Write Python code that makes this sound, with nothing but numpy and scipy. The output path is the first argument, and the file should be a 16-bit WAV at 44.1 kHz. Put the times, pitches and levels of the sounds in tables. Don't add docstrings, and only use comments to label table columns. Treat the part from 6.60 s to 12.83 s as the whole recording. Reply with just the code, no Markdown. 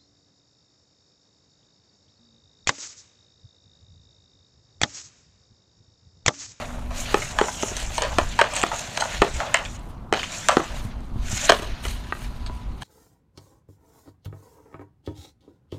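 import sys
import numpy as np
from scipy import signal
from scipy.fft import rfft, irfft
from scipy.io import wavfile
from scipy.ndimage import uniform_filter1d

SR = 44100
rng = np.random.default_rng(int(sys.argv[2]) if len(sys.argv) > 2 else 0)


def invert_db(level):
    return 10 ** (np.asarray(level, dtype=float) / 20)


def wav_record(signal):
    frames = np.transpose(np.atleast_2d(signal))
    bounded = np.clip(frames, -1, 1)
    quanta = np.round(bounded * 32767).astype(np.int16)
    wavfile.write(sys.argv[1], SR, quanta)


N = 274919


def rms_one(x):
    return x / np.sqrt(np.mean(x ** 2) + 1e-20)


def in_time(rows):
    s, *columns = np.transpose(rows)
    return [np.interp(np.arange(N) / SR, s, column) for column in columns]


def colour(x, spectrum):
    hz, db = np.transpose(spectrum)
    bin_hz = np.fft.rfftfreq(N, 1 / SR) + 1
    gain_db = np.interp(np.log(bin_hz), np.log(hz), db, -80, -80)
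    return rms_one(irfft(rfft(x) * invert_db(gain_db), N))


def drift(rate_hz):
    r = np.exp(-80 * np.pi * rate_hz / SR)
    noise = rng.standard_normal(N // 40 + 2002)
    slow = signal.lfilter([1], [1, -2 * r, r * r], noise)[2000:]
    return np.interp(np.arange(N) / 40, np.arange(len(slow)), rms_one(slow))


def ring(clicks, hz, t60):
    r, w = invert_db(-60 / (t60 * SR)), 2 * np.pi * hz / SR
    return signal.lfilter([0, np.sin(w)], [1, -2 * r * np.cos(w), r * r], clicks + 1e-18)


def grains(shape, per_s, spread_db):
    size_db = spread_db * np.minimum(rng.exponential(1, shape), 4)
    sizes = invert_db(size_db) * rng.choice([-1, 1], shape)
    return rms_one(sizes * (rng.random(shape) < per_s / SR))


def swells(rows):
    power, t = np.full(N, 1e-12), np.arange(N) / SR
    for s, rise_s, fall_s, level_db in rows:
        before = t < s
        span_s = np.where(before, max(rise_s, .01), max(fall_s, .01))
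        away = np.minimum(np.abs(t - s) / span_s, 4)
        power += invert_db(2 * level_db - 40 * away ** np.where(before, 2, 1.32))
    return power


def patchy(x, depth_db):
    spectra = signal.stft(x, nperseg=512)[2]
    patches = uniform_filter1d(rng.standard_normal(spectra.shape), size=6, axis=0)
    patches = uniform_filter1d(patches, size=7, axis=1)
    return rms_one(signal.istft(spectra * invert_db(depth_db * rms_one(patches)))[1][:N])


# (fastest at [s], rise [s], fall to -20 dB [s], level [dB])
GLIDES = [(0.0, .05, .35, -50), (.39, 0.062, 0.14, -38), (.63, 0.15, 0.2, -40), (.93, 0.28, 0.12, -37.5),
          (1.05, 0.13, 0.17, -35), (1.2, .15, 0.5, -43), (1.38, 0.061, -0.17, -36),
          (1.56, 0.14, 0.9, -44.5), (1.7, .2, -1.3, -61), (1.92, 0.048, 0.47, -43),
          (2.17, 0.1, 0.17, -38.5), (2.42, 0.4, 0.21, -43), (2.58, 0.2, 0.28, -43.5),
          (2.8, .25, 0.16, -43.5), (3.165, 0.35, 0, -46.5), (3.6, 0.069, 0.34, -44.5),
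          (3.79, 0.17, 0.17, -38.5), (3.97, .2, 0.12, -43), (4.19, 0.55, 0.08, -52),
          (4.78, 0.14, -0.07, -32.5), (4.87, 0.17, -0.164, -30)]
# (hardest at [s], rise [s], fall to -20 dB [s], level [dB], extra rumble held flat [dB])
DRAGS = [(0.0, .05, 0.14, -40.5, 8.5), (.2, 0.2, 0.5, -53, 7.5), (.52, 0.12, 0.38, -36.5, -2),
         (.86, 0.17, 0, -42, 9), (1.05, 0.14, 0.6, -41, 0), (1.25, 0.11, -0.14, -39.5, -8),
         (1.46, 0.23, 0.36, -39.5, 2.5), (1.72, 0.37, 0.8, -42, -22), (1.9, 0.18, 0.2, -44.5, 10.5),
         (1.98, 0.063, 0.5, -37.5, 0.5), (2.15, 0.077, 0.3, -43, 1.5), (2.25, 0.15, 0.1, -43.5, -4),
         (2.42, 0.18, 0.3, -37.5, 0), (2.58, .15, -1, -38, -22), (2.68, 0.34, 0.1, -39.5, -3),
         (2.84, 0.12, 0.3, -37.5, 2), (3.0, 0.099, 0.08, -40.5, 7), (3.16, 0.31, -0.53, -51, -1.5),
         (3.2, 0.11, 0.5, -59.5, 6), (3.57, 0.039, 0.06, -32.5, -1), (3.77, .15, 0.5, -38, -6.5),
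         (3.98, 0.14, 0.4, -42, 3), (4.2, 0.13, 0.06, -43, -2.5), (4.36, 0.31, 0.3, -63, 8.5),
         (4.7, 0.12, 1.7, -41.5, -8), (4.89, 0.15, 0.12, -30.5, -9), (5.04, 0.13, 0.35, -47.5, -1.5)]
# (hardest at [s], rise [s], fall to -20 dB [s], level [dB])
SWEEPS = [(0.0, .05, 0.45, -54.5), (.39, 0.086, 0.4, -46.5), (1.235, .08, -0.3, -49),
          (1.375, 0.098, 0.1, -47.5), (1.96, .05, -2, -51.5), (2.21, 0.06, -0.7, -52),
          (3.3, 0.33, 0.1, -66.5), (4.25, 0.46, 0.1, -57), (4.72, 0.11, -0.27, -49.5),
          (4.97, 0.4, .15, -48.5), (5.245, .02, 0.2, -44.5), (5.33, .08, -4.7, -66.5),
          (5.63, 0.16, 0.12, -54), (4.5, 0.16, -1.5, -68), (5.7, .1, 1.5, -67), (5.87, 0.021, -0.06, -59),
          (5.98, .2, 0, -67), (6.222, 0.017, .1, -53.5)]
# (pad rumble [dB], blade scrape [dB], puck hiss [dB], fine grit [dB])
GLIDE_FEEDS = (-30, -6.5, -.5, -17)
DRAG_FEEDS = (-1, -1.5, -27.5, -20)
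SWEEP_FEEDS = (-2, 5.5, -5, -1.5)
# (frequency [Hz], density [dB per Hz])
PAD_RUMBLE = [(250, -32), (400, -17), (600, -0.5), (720, -2.5), (1000, -7), (1400, -9.5), (1900, -13),
              (3000, -23)]
BLADE_SCRAPE = [(760, -40), (1300, -10), (1410, -4.5), (1940, -5), (2890, -3.5), (3160, -5), (4100, -6),
                (5200, -14), (6760, -14), (11400, -120)]
PUCK_HISS = [(2880, -30), (4900, -16), (5260, -9), (6200, -3.5), (6790, -2), (7200, -2.5), (10600, -27.5),
             (13800, -45.5), (22000, -120)]
FINE_GRIT = [(3000, -40), (6000, -11.5), (9500, -3), (10500, -9.5), (11500, -7), (13000, -12),
             (14500, -12.5), (16000, -18)]


def sliding():
    stutter, out = drift(45), 0
    catches = np.clip(drift(53) - 1.2, 0, 2)
    glide, sweep = swells(GLIDES), swells(SWEEPS)
    drag = swells([row[:4] for row in DRAGS])
    flat_drag = swells([(s, rise, fall, db + extra_db) for s, rise, fall, db, extra_db in DRAGS])
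    spectra = (PAD_RUMBLE, BLADE_SCRAPE, PUCK_HISS, FINE_GRIT)
    grain_shares = (0.49, 0.4, 0.6, 0.43)
    for k, (spectrum, grain_share) in enumerate(zip(spectra, grain_shares)):
        power = invert_db(2 * GLIDE_FEEDS[k]) * glide + invert_db(2 * SWEEP_FEEDS[k]) * sweep
        power = power + invert_db(2 * DRAG_FEEDS[k]) * (drag if k else flat_drag)
        force = rng.standard_normal(N) + grain_share * grains(N, 1500, 6.5)
        own_db = 1.3 * drift(12) + 1.3 * drift(50)
        unsteady = invert_db(0.5 * stutter + 2.6 * catches + own_db)
        out = out + np.sqrt(power) * unsteady * patchy(colour(force, spectrum), depth_db=2.0)
    return out


# (strongest at [s], rise [s], fall to -20 dB [s], level [dB])
GUSTS = [(.45, .7, .5, -34), (.8, 0.048, -0.5, -30), (1.45, 0.56, 0.6, -32.5), (1.66, 0.17, 0.08, -23),
         (1.8, 0.17, -0.7, -36), (2.15, 0.28, -0.7, -40), (2.62, 0.078, 0, -26.5), (2.74, 0.063, 0.1, -24),
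         (3.1, 0.19, 0.65, -35), (4.2, .15, 1, -31), (4.58, 0.11, 0.24, -24), (4.94, 0.19, -1.5, -34),
         (5.15, 0.23, 0.01, -28.5), (5.3, 0.1, 0.25, -29.5), (5.75, 0.36, 0.6, -33), (5.97, 0.23, 0, -30.5),
         (6.1, 0.061, 0.1, -27)]
# (frequency [Hz], density [dB per Hz])
BUFFET = [(15, 12), (25, -7.5), (42, 7.5), (70, 0.5), (95, -11.5), (130, -15)]
FLUTTER = [(70, -1), (100, 6), (150, 1), (250, -3.5), (400, -13), (520, -23)]
# (time [s], peak [dB])
POPS = [
    (4.251, -18),
    (4.559, -19),
    (4.73, -17.5),
]


def wind():
    calm_db = -48
    gust_db = 10 * np.log10(swells(GUSTS) + invert_db(2 * calm_db))
    buffet = invert_db(gust_db + 1.0 * drift(6.9)) * colour(rng.standard_normal(N), BUFFET)
    flutter_db = -44.5 + 0.12 * (gust_db - calm_db) + 0.5 * drift(15.0)
    flutter = invert_db(flutter_db) * colour(rng.standard_normal(N), FLUTTER)
    pops = np.zeros(N)
    for s, peak_db in POPS:
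        pops[int(s * SR)] = invert_db(peak_db)
    return buffet + flutter + ring(pops, 111, 0.056) + 0.28 * ring(pops, 194, 0.09)


# (frequency [Hz], density [dB per Hz])
TRAFFIC = [(150, -13), (250, -13), (320, -4.5), (500, -4.5), (700, -2), (1020, -1.5), (1400, -7.5),
           (2000, -33), (3000, -40), (5000, -35), (10000, -37), (16000, -42)]
# (time [s], pitch [Hz], level [dB])
HUM = [
    (0, 243.5, -44),
    (.52, 244.5, -46.5),
    (.6, 242.1, -55.5),
    (4.0, 243, -57),
    (4.3, 238.6, -49),
    (6.23, 237.8, -53.5),
]
# (time [s], level [dB])
WHINE = [
    (0, -57),
    (5.75, -62.5),
    (5.85, -51),
    (6.1, -56.5),
    (6.23, -85),
]
# (time [s], pitch [Hz], level [dB])
BIRD = [
    (3.475, 7300, -93),
    (3.49, 7600, -77.5),
    (3.505, 8000, -85),
    (3.525, 8400, -78),
    (3.53, 8350, -92),
]


def street():
    traffic = invert_db(-51 + 0.57 * drift(11.0)) * colour(rng.standard_normal(N), TRAFFIC)
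    hum_hz, hum_db = in_time(HUM)
    hum = invert_db(hum_db + 3 + 1.5 * drift(5)) * np.sin(2 * np.pi * np.cumsum(hum_hz) / SR)
    whine_hz, whine_width_hz = 988, 9.1
    whine_tone = rms_one(ring(rng.standard_normal(N), whine_hz, 11.0 / whine_width_hz))
    whine = invert_db(in_time(WHINE)[0]) * whine_tone
    bird_hz, bird_db = in_time(BIRD)
    bird = invert_db(bird_db) * np.sin(2 * np.pi * np.cumsum(bird_hz) / SR)
    return traffic + hum + whine + bird


def front(age, strong_hz, end_hz, crack_db):
    sweep_s, t60_s, onset_s = 0.000593, .017, 0.00046
    start_hz = 2100 * invert_db(0.31 * (crack_db + 25.5)) + .8 * strong_hz - end_hz
    turns = end_hz * age + start_hz * sweep_s * (1 - np.exp(-age / sweep_s))
    wave = np.sin(2 * np.pi * turns) * invert_db(-60 * age / t60_s) * np.clip(age / onset_s, 0, 1)
    low_cut = signal.butter(2, .55 * end_hz, "high", fs=SR, output="sos")
    return signal.sosfilt(low_cut, wave)


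# (frequency [Hz], level [dB])
BODY = [(200, -6), (390, 3), (590, 3.5), (690, 4), (850, -1), (1010, 6), (1240, 5.5), (1500, 6),
        (1750, 6.5), (2040, 6), (2400, 5), (2700, 9), (3000, 11), (3350, 10), (3750, 2.5), (4300, 7),
        (5300, -1), (6300, 3.5), (6900, -1.5), (7500, -1.5), (8200, 1), (9000, -11.5), (10200, -60),
        (12500, -23)]


def struck(s, peak_db, thud_db, crack_db, strong_hz, end_hz, force):
    hz, level_db = np.transpose(BODY)
    t60 = np.clip(19 / hz, .006, .024)
    age, out = np.arange(SR // 16) / SR, np.zeros(N + SR)
    late = np.clip(age[:, None] - .018 / np.sqrt(hz), 0, 1)
    chance = rng.standard_normal((len(s), 2, len(BODY)))
    for k, (detune, weight) in enumerate(chance):
        treble = np.clip(np.log(hz / 1200) / 2.1, 0, 1)
        share_db = np.where(hz < 480, thud_db[k] + 12.0, (crack_db[k] + 19.0) * treble)
        near_db = 4.5 * np.exp(-(np.log(hz / strong_hz[k]) / .4) ** 2)
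        gain = invert_db(peak_db[k] + level_db + share_db + near_db - 19.5) * (-1) ** np.arange(len(hz))
        uneven = invert_db(1.8 * weight)
        modes = np.sin(2 * np.pi * hz * (1 + .03 * detune) * late) * invert_db(-60 * late / t60)
        body = modes @ (gain * uneven)
        body += invert_db(peak_db[k] - 4) * front(age, strong_hz[k], end_hz[k], crack_db[k])
        sound = signal.fftconvolve(force[k], body)
        out[int((s[k] + .0005) * SR):][:len(sound)] += sound
    return out[:N]


# (time [s], peak [dB], pad thud re peak [dB], t60 [s], strongest ring [Hz])
BRUSHES = [(0.303, -25, -21, 0.69, 670), (0.619, -11, -11, 0.093, 1730), (1.448, -10.5, -19, 0.063, 607),
           (1.614, -28, -14, 0.1, 678), (1.839, -12.5, -10, 0.09, 990), (1.963, -12.5, -25, 0.13, 2380),
           (2.646, -16, -26, 0.047, 580), (3.049, -16.5, -26, 0.12, 2720), (3.588, -9, -24, 0.13, 3070),
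           (3.633, -12, -28, 0.096, 3120), (3.913, -8, -26.5, 0.11, 680), (4.99, -17, 6, 0.077, 2340),
           (5.018, -16, -4.5, 0.22, 579), (5.236, -44, -17, 0.1, 3270), (5.249, -14, -6, 0.092, 1520),
           (5.86, -15.5, -9, 0.063, 4140), (6.217, -17, -9, 0.07, 1000)]
# (time [s], peak [dB], t60 [s], strongest ring [Hz])
SNAGS = [(1.164, -18.5, 0.092, 568), (1.197, -21, 0.16, 638), (1.936, -22, 0.04, 2690),
         (1.959, -15.5, 0.13, 7200), (1.991, -18, 0.11, 1000), (2.063, -25, 0.057, 710),
         (2.189, -17, 0.086, 690), (2.399, -12, 0.15, 716), (3.189, -36, 0.063, 890),
         (5.279, -23.5, 0.066, 1860), (5.299, -36.5, 0.11, 2600)]


def scuffs():
    brush_crack_db, snag_crack_db, snag_thud_db = -17.5, 1, -29
    rows = [row + (brush_crack_db,) for row in BRUSHES]
    rows += [(s, db, snag_thud_db, t60, hz, snag_crack_db) for s, db, t60, hz in SNAGS]
    s, peak_db, thud_db, t60, strong_hz, crack_db = np.transpose(sorted(rows))
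    age = np.arange(SR // 4) / SR
    envelope = np.clip(age / 0.0016, 0, 1) * invert_db(-60 * age / np.clip(t60[:, None], .02, 1))
    force = 0.036 * grains((len(s), len(age)), 2600, 5.0) * envelope
    return struck(s, peak_db, thud_db, crack_db, strong_hz, .8 * strong_hz, force)


# (time [s], peak [dB], pad thud re peak [dB], crack re peak [dB], strongest ring [Hz])
LANDINGS = [(0.5425, 0, -5.5, -26, 843), (0.812, -3, -3, -31, 980), (1.0305, -10, -0.5, -39.5, 710),
            (1.115, -22.5, 4, -46, 500), (1.584, 0, -4.5, -21.5, 620), (1.8128, -0.5, -13, -22, 2090),
            (2.0358, -6, -7, -26, 905), (2.618, 2, -5.5, -26, 630), (3.5253, -1, -10, -23.5, 585),
            (3.9685, -0.5, 0, -26.5, 810), (4.8955, 4, -32, -14.5, 594), (4.8985, -5, -27, -22, 905),
            (4.9027, -2, -9.5, -18.5, 554), (4.9197, -3, -19, -15, 550), (5.896, -27.5, -8, -41, 1006)]
# (time [s], peak [dB], crack re peak [dB], rattle re peak [dB], strongest ring [Hz])
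KNOCKS = [(0.7868, -4, -22.5, -13.5, 1040), (0.870, -20, -45, -22, 696), (0.883, -11, -39.5, -28, 735),
          (0.889, -14, -45, -20, 900), (1.3796, -17.5, -12, -3.5, 579), (1.4193, -12.5, -14.5, -4.5, 593),
          (1.424, -14.5, -26, -14, 990), (1.597, -16.5, -26, -9, 1000), (1.7898, -3.5, -22, -10, 1060),
          (1.816, -0.5, -30, -45, 1550), (2.1157, -10.5, -38, -8, 810), (2.374, -10, -13, -34, 729),
          (2.4215, -7, -36, -12, 800), (2.455, -17.5, -42, -15, 690), (2.6203, -6, -24, -31, 2430),
          (2.623, -2.5, -40, -16, 1100), (2.8023, -10.5, -33, -9.5, 933), (2.9434, -2, -18.5, -13, 2090),
          (2.9463, -15.5, -18, -21.5, 1510), (3.534, -17, -30, -8, 641), (3.5369, -10, -17, -25, 1530),
          (3.5433, -14, -22, -22, 1190), (3.885, -6, -5.5, -14.5, 1380), (3.891, -4.5, -24, -7.5, 745),
          (4.0007, -17, -30, -7, 1020), (4.405, -54, 2, -38, 5000), (4.8923, 0.5, -23.5, -13.5, 1200)]


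def blows():
    landing_rattle_db, knock_thud_db = -20.5, -39.5
    pad_hz = 390
    rows = [row + (landing_rattle_db, pad_hz) for row in LANDINGS]
    rows += [(s, db, knock_thud_db, crack, hz, rattle, .8 * hz) for s, db, crack, rattle, hz in KNOCKS]
    s, peak_db, thud_db, crack_db, strong_hz, rattle_db, end_hz = np.transpose(sorted(rows))
    age = np.arange(SR // 4) / SR
    rattling = invert_db(rattle_db[:, None] - 60 * age / 0.2)
    crushing = invert_db(-13.0 - 60 * age / 0.027)
    force = .12 * grains((len(s), len(age)), 1500, 3.56) * (rattling + crushing)
    soft = np.exp(-2 * np.pi * 5000 / SR)
    force = signal.lfilter([1 - soft], [1, -soft], force)
    force[:, 0] = 1
    return struck(s, peak_db, thud_db, crack_db, strong_hz, end_hz, force)


# (time [s], peak [dB], bright ring [Hz], dull ring re peak [dB])
TICKS = [(1.0258, -11, 6300, -6.5), (1.036, -16, 6460, -20), (1.422, -9, 6850, -17), (1.4504, -26, 3440, 1),
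         (1.9369, -18, 8250, -6), (1.939, -21, 7400, -9), (1.95, -24, 8000, -8), (1.955, -13, 7350, -22),
         (1.9597, -17, 7300, -5), (1.9644, -12, 8450, -12), (1.9677, -17.5, 7360, 3),
         (1.9716, -21, 8000, -1), (1.9762, -19, 7000, -8), (1.9912, -26, 8450, -6),
         (2.016, -11.5, 7200, -4.5), (2.0233, -15, 7400, -10), (2.0307, -14, 7650, 3.5),
         (2.0343, -15, 7700, 2), (2.0648, -27, 3500, -2), (2.089, -22, 6800, -23), (2.3731, -14, 6200, -6),
         (2.9427, -2, 7250, -12), (3.0512, -26.5, 7100, 4), (3.194, -43, 7500, -9),
         (3.6317, -20.5, 6700, 7), (3.640, -28, 6550, 2.5), (3.648, -31, 6000, 3.5),
         (3.886, -6.5, 7070, -3), (4.8497, -15, 6260, -12), (4.8512, -19, 6300, -12),
         (4.9887, -30, 9000, 3), (4.9985, -36, 8000, -3)]


def ticks():
    bright_t60_s, dull_hz, dull_t60_s = 0.0041, 2600, 0.0056
    age, out = np.arange(SR // 50) / SR, np.zeros(N)
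    detunes = rng.normal(1, 0.13, len(TICKS))
    for (s, peak_db, hz, dull_db), detune in zip(TICKS, detunes):
        onset = np.clip(age / 0.00026, 0, 1)
        bright = np.sin(2 * np.pi * hz * age) * invert_db(-60 * age / bright_t60_s) * onset
        dull = np.sin(2 * np.pi * dull_hz * detune * age) * invert_db(dull_db - 60 * age / dull_t60_s)
        out[int(s * SR):][:len(age)] += invert_db(peak_db + 1.0) * (bright + dull)
    return out


# (frequency [Hz], level [dB], t60 [s])
PUCK = [(430, -0.5, 0.0085), (830, -3, 0.018), (1220, -0.5, 0.039), (1550, -3.5, 0.041), (1884, -3, 0.039),
        (2600, -4.5, 0.0089), (3870, -4.5, 0.0028)]


def drop():
    s, peak_db = 5.5235, -17.5
    clicks = np.zeros(N)
    clicks[int(s * SR)] = invert_db(peak_db)
    clicks[int((s + .003) * SR)] = invert_db(peak_db - 12.0)
    clicks = np.convolve(clicks, np.hanning(10) / 4.5, "same")
    return sum((-1) ** k * invert_db(level_db) * ring(clicks, hz, t60)
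               for k, (hz, level_db, t60) in enumerate(PUCK))


# (delay [s], level [dB])
ECHOES = [
    (0.0118, -20.5),
    (0.0275, -16),
    (.0469, -22),
    (0.095, -37),
]


def yard(x):
    dull, out = signal.lfilter([.55], [1, -.45], x), x.copy()
    for s, level_db in ECHOES:
        lag = int(s * SR)
        out[lag:] += invert_db(level_db) * dull[:-lag]
    return out


def scene():
    rub_and_air = sliding() + wind() + street()
    hits = scuffs() + blows() + ticks() + drop()
    return (rub_and_air + yard(hits))[None]


def roll_off(x):
    return signal.sosfilt(signal.butter(12, 16480, fs=SR, output="sos"), x)


def record(dry):
    squeezed = np.tanh(dry / 1.026) * 1.164
    top_cut = signal.cheby2(10, 24, 15850, fs=SR, output="sos")
    mix = signal.sosfilt(top_cut, squeezed)
    return roll_off(mix)


dry = scene()
out = record(dry)
wav_record(out)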